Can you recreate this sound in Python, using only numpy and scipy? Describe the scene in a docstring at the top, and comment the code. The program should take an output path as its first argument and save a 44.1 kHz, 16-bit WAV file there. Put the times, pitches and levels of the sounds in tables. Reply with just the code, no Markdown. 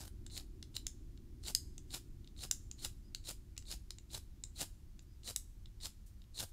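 """Someone kneeling in a quiet wood strikes a ferrocerium rod with a steel scraper, fourteen times.
From the start: a low rumble, a drone and a thin hiss of air, all filtered noise; the first slip comes at once.
Each stroke is a swelling grind (noisy clicks), a slip, then sparks; knocks (damped modes) have their own times.
Rumble and drone fade from 1.7 s; far whistles (gliding sines) at 3.0 and 5.1 s; late shavings fizz after 5 s.
Sparse echoes and a decaying scatter place all but the background among trees."""
import sys
import numpy as np
from scipy import signal
from scipy.fft import rfft, irfft
from scipy.io import wavfile

SR = 44100
rng = np.random.default_rng(int(sys.argv[2]) if len(sys.argv) > 2 else 0)


def transcribe(signal):
    """Save signal, clipped to [-1, 1], as a 16-bit WAV file at the path in sys.argv[1]."""
    frames = np.atleast_2d(signal).T
    limited = np.clip(frames, -1, 1)
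    pcm = np.round(limited * 32767).astype(np.int16)
    wavfile.write(sys.argv[1], SR, pcm)


N = 287532
T = np.arange(N) / SR  # s

# Event levels are nominal: layer gains, filters and the wood act on them later.
# Strokes along the rod: slip_s, draw_s, grind_db, snap_db, sparks_db, burn_s
STROKES = [(0.01, 0.046, -70, -64, -54, .075), (0.377, 0.082, -52.5, -28.5, -55.5, 0.035),
           (0.7662, 0.025, -51, -25.5, -61, 0.027), (1.4826, .06, -52, -30, -47.5, 0.03),
           (1.948, .052, -51.5, -33.5, -47, 0.028), (2.4365, 0.074, -53, -30.5, -51, 0.021),
           (2.848, 0.076, -54.5, -23.5, -47, 0.014), (3.293, 0.059, -52, -38, -48, 0.024),
           (3.7247, 0.075, -52.5, -34, -49.5, 0.019), (4.1496, 0.058, -55, -32, -49, 0.031),
           (4.6117, 0.066, -51.5, -28, -45, 0.026), (5.29, 0.057, -49, -33.5, -49.5, 0.027),
           (5.8563, .055, -50, -28, -50, 0.015), (6.4041, 0.07, -49.5, -28.5, -47.5, 0.039)]
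# Knocks of scraper on rod: start_s, strength_db, favoured_hz
KNOCKS = [(0.2644, -35.5, 7700), (0.398, -40, 4150), (.627, -34, 3800), (0.863, -50, 4000),
          (0.8673, -24, 6470), (1.1754, -49.5, 4000), (1.4367, -39.5, 11000), (1.5494, -13.5, 5120),
          (1.7798, -35, 7300), (2.2447, -49.5, 3200), (2.2748, -46, 4000), (2.512, -14.5, 6100),
          (2.7135, -34, 6850), (3.148, -27, 4240), (3.566, -43, 2500), (3.5778, -28.5, 7460),
          (3.624, -43.5, 4150), (3.714, -27, 11000), (3.906, -30, 4140), (3.9848, -41, 7260),
          (4.4376, -29.5, 7500), (4.9925, -44.5, 7100), (5.3617, -19, 10500), (5.658, -46, 3860),
          (6.2185, -51, 3980), (6.2407, -57, 3000)]
# Finger-damped modes of scraper and rod: mode_hz, level_db, t60_s
STEEL_MODES = [(2040, -11.5, 0.011), (2900, -9, 0.017), (3844, -1, 0.0099), (4370, -9, 0.012),
               (5080, -3, .011), (6330, -5, 0.006), (7204, -2, 0.014), (7970, -8, 0.01), (10700, -6, 0.002),
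               (13000, -15, 0.0012)]
# Late-burning stray shavings: start_s, level_db, t60_s
STRAYS = [(5.02, -63, 0.045), (6.06, -64, 0.19), (6.488, -54.5, 0.033)]
# Far bird's arched whistles: start_s, length_s, end_fall_share, level_db
WHISTLES = [(3.025, 0.1, 0.12, -75), (5.053, 0.14, .14, -83)]
# Reflections from ground and body: delay_s, level_db
ECHOES = [(.0015, -19), (.0025, -32), (.0102, -21.5), (0.0132, -18.5)]

# Drive of the steel by a knock of usual strength: freq_hz, level_db
KNOCK_DRIVE = [(3800, -16.5), (5300, -16.5), (7300, -16.5), (10000, -25.5), (15000, -26)]
# Drive of the steel by a slip of usual strength: freq_hz, level_db
SLIP_DRIVE = [(3800, -12.5), (5300, -15.5), (7300, -12), (10000, -17.5), (15000, -19)]

# Relative spectra, all with columns freq_hz, level_db (per Hz)
# Crushed skin of the rod
CRACK_SPECTRUM = [(250, -13), (600, -11.5), (1200, -9), (2200, -6), (3000, -1), (5000, 1), (8000, 2),
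                  (11000, 0), (15000, -5.5)]
# Grinding edge
GRIND_SPECTRUM = [(200, -1), (600, -3.5), (1500, -11.5), (2300, -10.5), (2900, -29), (3300, -8.5),
                  (5800, -2), (7100, 6), (8200, 1.5), (9100, 5.5), (10500, -6.5), (15500, -12)]
# Rasp of the rod
RASP_SPECTRUM = [(2000, -27.5), (3200, -19.5), (3650, -4.5), (4000, 3), (4350, 1.5), (4800, -10),
                 (6500, -27)]
# Hissing sparks
HISS_SPECTRUM = [(300, -21.5), (2000, -8), (2700, 0.5), (3400, 2), (4000, -13), (4500, -0.5), (5150, 7.5),
                 (5700, 0.5), (6700, 1.5), (7200, 5.5), (10000, -3.5), (15500, -10.5)]
# Puff of the flare
FLARE_SPECTRUM = [(100, 5.5), (250, -1.5), (500, -4), (800, -3), (1100, -10), (1550, -7.5), (2100, -15),
                  (4000, -5.5), (12000, -8)]
# Stray shavings
STRAY_SPECTRUM = [(1500, -21), (5000, -2), (9000, 1), (15000, -4)]
# Scatter from foliage
FOLIAGE_SPECTRUM = [(200, -20.5), (1000, -4.5), (3500, -4), (7000, -1.5), (10000, 0), (15500, -2)]
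# Low rumble
RUMBLE_SPECTRUM = [(8.8, -22), (15, 0), (54, 1), (104, -8), (161, -20), (200, -16.5), (260, -47),
                   (440, -120)]
# Far drone
DRONE_SPECTRUM = [(80, -13), (125, 6.5), (170, -13), (215, -0.5), (280, -1.5), (360, -1.5), (430, -18),
                  (600, -31), (1200, -47.5)]
# Thin even hiss
AIR_SPECTRUM = [(260, -24.5), (450, 0.5), (545, -2), (1370, -6), (2660, -7.5), (3830, -7.5), (5870, -7.5),
                (6890, -8), (7870, -10.5), (15000, -12)]
# Faint noise that differs between left and right
SIDE_SPECTRUM = [(20, 14), (120, -11), (500, -32.5), (4000, -23.5), (15000, -35)]

RASP_REL_GRIND_DB = -2.5
USUAL_SPARKS_DB, HISS_T60_S = -50, 0.14
FLARE_DB, FLARE_DB_PER_SPARKS_DB = -55.5, 1.52  # flare level at usual sparks
USUAL_CONTACT_DB, DRIVE_PIVOT_HZ = -30, 5000
BRIGHTEN_DB_PER_OCTAVE = 0.44  # per dB that a contact is harder
FAVOUR_DB, FAVOUR_OCTAVES, SLIP_FAVOURS_HZ = 7.5, 0.26, 4260
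MODE_DETUNE_SHARE = 0.01337
CATCH_DB, CATCH_GROWTH_DB = 18.5, 18.5  # over grind_db at the end of a draw; rise along it
WHISTLE_PEAK_HZ = 5030
RUMBLE_DB, DRONE_DB, AIR_DB = -51, -62, -76.5
RECEDE_FROM_S, RUMBLE_FADE_DB_PER_S, DRONE_FADE_DB_PER_S = 1.72, 0.65, 2.5
CUTOFF_HZ = 15600


def scrapes(swell_db=17, rasp_swell_db=13, release_s=0.0018, kindle_s=0.017, glow_s=0.012,
            die_s=0.0049, wane_db=4, bite_share=0.26):
    """The edge tears off shavings, louder along the draw; they ignite, hiss and sputter."""
    grind, rasp, hiss, flare = np.zeros((4, N))
    for slip_s, draw_s, grind_db, _, sparks_db, burn_s in STROKES:
        now = slice(*np.searchsorted(T, [slip_s - 0.15, slip_s + 0.3]))
        travel = np.clip(1 + (T[now] - slip_s) / draw_s, 0, 1)
        before_s = np.maximum(slip_s - T[now], 0)
        after_s = np.maximum(T[now] - slip_s, 0)
        contact = np.minimum(travel / bite_share, 1) * np.exp(-after_s / release_s)
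        grind[now] += contact * from_db(grind_db + swell_db * (travel - 1.07))
        rasp_db = grind_db + RASP_REL_GRIND_DB + rasp_swell_db * (travel - 0.27)
        rasp[now] += contact * from_db(rasp_db)
        hiss_db = sparks_db - 60 * after_s / HISS_T60_S
        hiss[now] += np.exp(-before_s / kindle_s) * from_db(hiss_db)
        # the flash puffs the air, wanes while the shavings burn, then goes out
        flare_db = FLARE_DB + FLARE_DB_PER_SPARKS_DB * (sparks_db - USUAL_SPARKS_DB)
        glow = np.exp(-before_s / glow_s - np.maximum(after_s - burn_s, 0) / die_s)
        flare[now] += from_db(flare_db - wane_db * after_s / burn_s) * glow
    bites = flutter(per_s=630, depth_db=0.5)  # the edge catches and lets go
    sputter = flutter(per_s=500, depth_db=4.5)
    grind_grains = grind * bites * grains(per_s=8300, spread_db=4.5)
    rasp_grains = rasp * bites * grains(per_s=6300, spread_db=3.0)
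    hiss_grains = hiss * np.sqrt(sputter) * grains(per_s=7200, spread_db=0.0)
    flare_grains = flare * sputter * grains(per_s=3500, spread_db=2.5)
    metal = from_db(2.0) * colour(grind_grains, GRIND_SPECTRUM)
    metal += from_db(-6.5) * colour(rasp_grains, RASP_SPECTRUM)
    sparks = colour(hiss_grains, HISS_SPECTRUM)
    sparks += from_db(5.5) * colour(flare_grains, FLARE_SPECTRUM)
    return metal + sparks


def contacts(catches_per_draw=3):
    """Slips, knocks and random catches of the edge: start_s, strength_db, favoured_hz, drive."""
    slips = [(slip_s, snap_db, SLIP_FAVOURS_HZ, SLIP_DRIVE) for slip_s, _, _, snap_db, _, _ in STROKES]
    knocks = [(start_s, db, hz, KNOCK_DRIVE) for start_s, db, hz in KNOCKS]
    catches = []
    for slip_s, draw_s, grind_db, *_ in STROKES:
        for left in rng.random(catches_per_draw):  # share of the draw still to go
            start_s = max(slip_s - left * draw_s, 0)
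            strength_db = grind_db + CATCH_DB - CATCH_GROWTH_DB * left
            catches.append((start_s, strength_db, SLIP_FAVOURS_HZ, SLIP_DRIVE))
    return slips + knocks + catches


def drive(points, strength_db, favoured_hz):
    """A harder contact is louder and brighter; where it lands lifts one part of the spectrum."""
    hz = np.geomspace(200, 15000, 60)
    octaves = np.log2(np.maximum(hz, points[0][0]) / DRIVE_PIVOT_HZ)
    tilt_db = BRIGHTEN_DB_PER_OCTAVE * (strength_db - USUAL_CONTACT_DB) * octaves
    lift_db = FAVOUR_DB * np.exp(-(np.log2(hz / favoured_hz) / FAVOUR_OCTAVES) ** 2)
    return np.column_stack([hz, strength_db + at_hz(points, hz) + tilt_db + lift_db])


def ticks(crack_db=-8.5, snap_db=5, crack_s=0.0016, ring_db=3, contact_s=0.0002):
    """Each touch cracks and rings briefly; each mode is detuned a little at random."""
    rings, cracks = np.zeros((2, N))
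    t = T[:1024]
    mode_hz, mode_db, t60_s = np.transpose(STEEL_MODES)[:, :, None]
    press = 1 - np.exp(-t / contact_s)
    for start_s, strength_db, favoured_hz, points in contacts():
        start = round(start_s * SR)
        now = slice(start, start + len(t))
        balance = drive(points, strength_db, favoured_hz)
        pitch_hz = mode_hz * (1 + MODE_DETUNE_SHARE * rng.uniform(-1.1, 1, mode_hz.shape))
        swing = np.sin(2 * np.pi * (pitch_hz * t + rng.random(mode_hz.shape)))
        level_db = ring_db + mode_db + at_hz(balance, pitch_hz) - 60 * t / t60_s
        rings[now] += press * np.sum(swing * from_db(level_db), axis=0)
        # the edge crushes the rod's rough skin, then meets the metal beneath
        crunch = press * rng.choice([-1, 1], len(t)) * np.exp(-t / crack_s)
        crunch[round(2 * contact_s * SR)] += from_db(snap_db)
        cracks[now] += from_db(strength_db + crack_db) * colour(crunch, balance, size=1024)
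    return rings + colour(cracks, CRACK_SPECTRUM)


def strays(kindle_s=0.004):
    """Single shavings fizz as they fall: fast-rising, decaying grains."""
    level = np.zeros(N)
    for start_s, level_db, t60_s in STRAYS:
        age_s = np.maximum(T - start_s, 0)
        level += (1 - np.exp(-age_s / kindle_s)) * from_db(level_db - 60 * age_s / t60_s)
    return colour(level * grains(per_s=12000, spread_db=2.0), STRAY_SPECTRUM)


def bird(waver_db=4):
    """Thin sine whistles that rise and fall, blurred by the trees between."""
    out = np.zeros(N)
    for start_s, length_s, fall_share, level_db in WHISTLES:
        now = slice(*np.searchsorted(T, [start_s, start_s + length_s]))
        along = (T[now] - start_s) / length_s
        pitch_hz = WHISTLE_PEAK_HZ * (1 - fall_share * (2 * along - 1) ** 2)
        whistle = np.sin(2 * np.pi * np.cumsum(pitch_hz) / SR)
        out[now] += from_db(level_db) * np.sin(np.pi * along) * whistle
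    return out * flutter(per_s=380, depth_db=waver_db)


def wood(x, near_db=-12.5, near_t60_s=0.17, far_db=-23, far_t60_s=0.51, gap_s=0.0068, sway_s=0.00041):
    """Close reflections, quick scatter from leaf litter, a faint long tail from the trunks."""
    t = T[:SR]
    opening = np.clip((t - gap_s) / 0.0019 + 1, 0, 1)
    scatter = np.zeros(SR)
    for level_db, t60_s in ((near_db, near_t60_s), (far_db, far_t60_s)):
        tail = rng.standard_normal(SR) * opening * from_db(-60 * t / t60_s)
        scatter += from_db(level_db) * rms_one(tail) / np.sqrt(SR)  # unit energy before level_db
    out = x + signal.fftconvolve(x, colour(scatter, FOLIAGE_SPECTRUM))[:N]
    for delay_s, level_db in ECHOES:
        # the hands move, so each path keeps changing its length a little
        sway = sway_s * np.interp(T, np.linspace(0, T[-1], num=40), rng.uniform(-1, 1, size=40))
        out += from_db(level_db) * np.interp(T - delay_s - sway, T, x)
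    return out


def background():
    """Filtered noise: a low rumble and a far drone that recede together, and a thin even hiss."""
    receding_s = np.maximum(T - RECEDE_FROM_S, 0)
    rumble = from_db(RUMBLE_DB - RUMBLE_FADE_DB_PER_S * receding_s) * noise(RUMBLE_SPECTRUM)
    drone = from_db(DRONE_DB - DRONE_FADE_DB_PER_S * receding_s) * noise(DRONE_SPECTRUM)
    return rumble + drone + from_db(AIR_DB) * noise(AIR_SPECTRUM)


def noise(points):
    """Steady coloured noise, rms 1."""
    return rms_one(colour(rng.standard_normal(N), points, size=16384))


def flutter(per_s, depth_db):
    """Random gain, rms 1, with per_s new targets a second joined by straight lines in dB."""
    knots = np.clip(rng.standard_normal(N // 8), -2, 2)
    return rms_one(from_db(depth_db * np.interp(T * per_s, np.arange(len(knots)), knots)))


def grains(per_s, spread_db):
    """Random clicks of uneven size and either sign, rms 1."""
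    sizes = from_db(spread_db * np.minimum(rng.exponential(1, N), 4)) * rng.choice([-1, 1], N)
    return rms_one(sizes * (rng.random(N) < per_s / SR))


def colour(x, points, size=4096):
    """Filter a sound with a spectrum's shape."""
    return signal.oaconvolve(x, response(points, size=size))[:len(x)]


def response(points, size=4096):
    """Minimum-phase impulse response of unit energy, falling away beyond the spectrum's ends."""
    hz = np.maximum(np.arange(size // 2 + 1) * SR / size, 1)
    low_edge = np.minimum(hz / points[0][0], 1) ** 2
    high_edge = np.minimum(points[-1][0] / hz, 1) ** 4
    gain = from_db(at_hz(points, hz)) * low_edge * high_edge
    cepstrum = irfft(np.log(rms_one(gain) + 1e-5), size)
    cepstrum[1:size // 2] *= 2  # fold onto positive time: causal
    cepstrum[size // 2 + 1:] = 0
    return irfft(np.exp(rfft(cepstrum)), size)


def at_hz(points, hz):
    """Read a spectrum in dB on a log-frequency axis."""
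    freq_hz, level_db = np.transpose(points)
    return np.interp(np.log(np.maximum(hz, 1)), np.log(freq_hz), level_db)


def from_db(db):
    """Decibels to amplitude ratio."""
    return 10 ** (np.asarray(db) / 20)


def rms_one(x):
    """Scale to rms 1."""
    return x / np.sqrt(np.mean(x ** 2) + 1e-20)


def scene():
    """Scraper, sparks and bird in the wood, over the background, alike in both channels."""
    mono = wood(scrapes() + ticks() + strays() + bird()) + background()
    return np.stack([mono, mono])


def record(dry, side_db=-84):
    """Two almost equal channels plus faint noise that differs between them; the top is cut steeply."""
    side = from_db(side_db) * np.stack([noise(SIDE_SPECTRUM), noise(SIDE_SPECTRUM)])
    both = dry * from_db([[0.04], [-0.04]]) + side
    low_pass = signal.ellip(10, 0.2, 70, CUTOFF_HZ, fs=SR, output="sos")  # ripple dB, stopband dB
    return signal.sosfilt(low_pass, both)


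dry = scene()
out = record(dry)
transcribe(out)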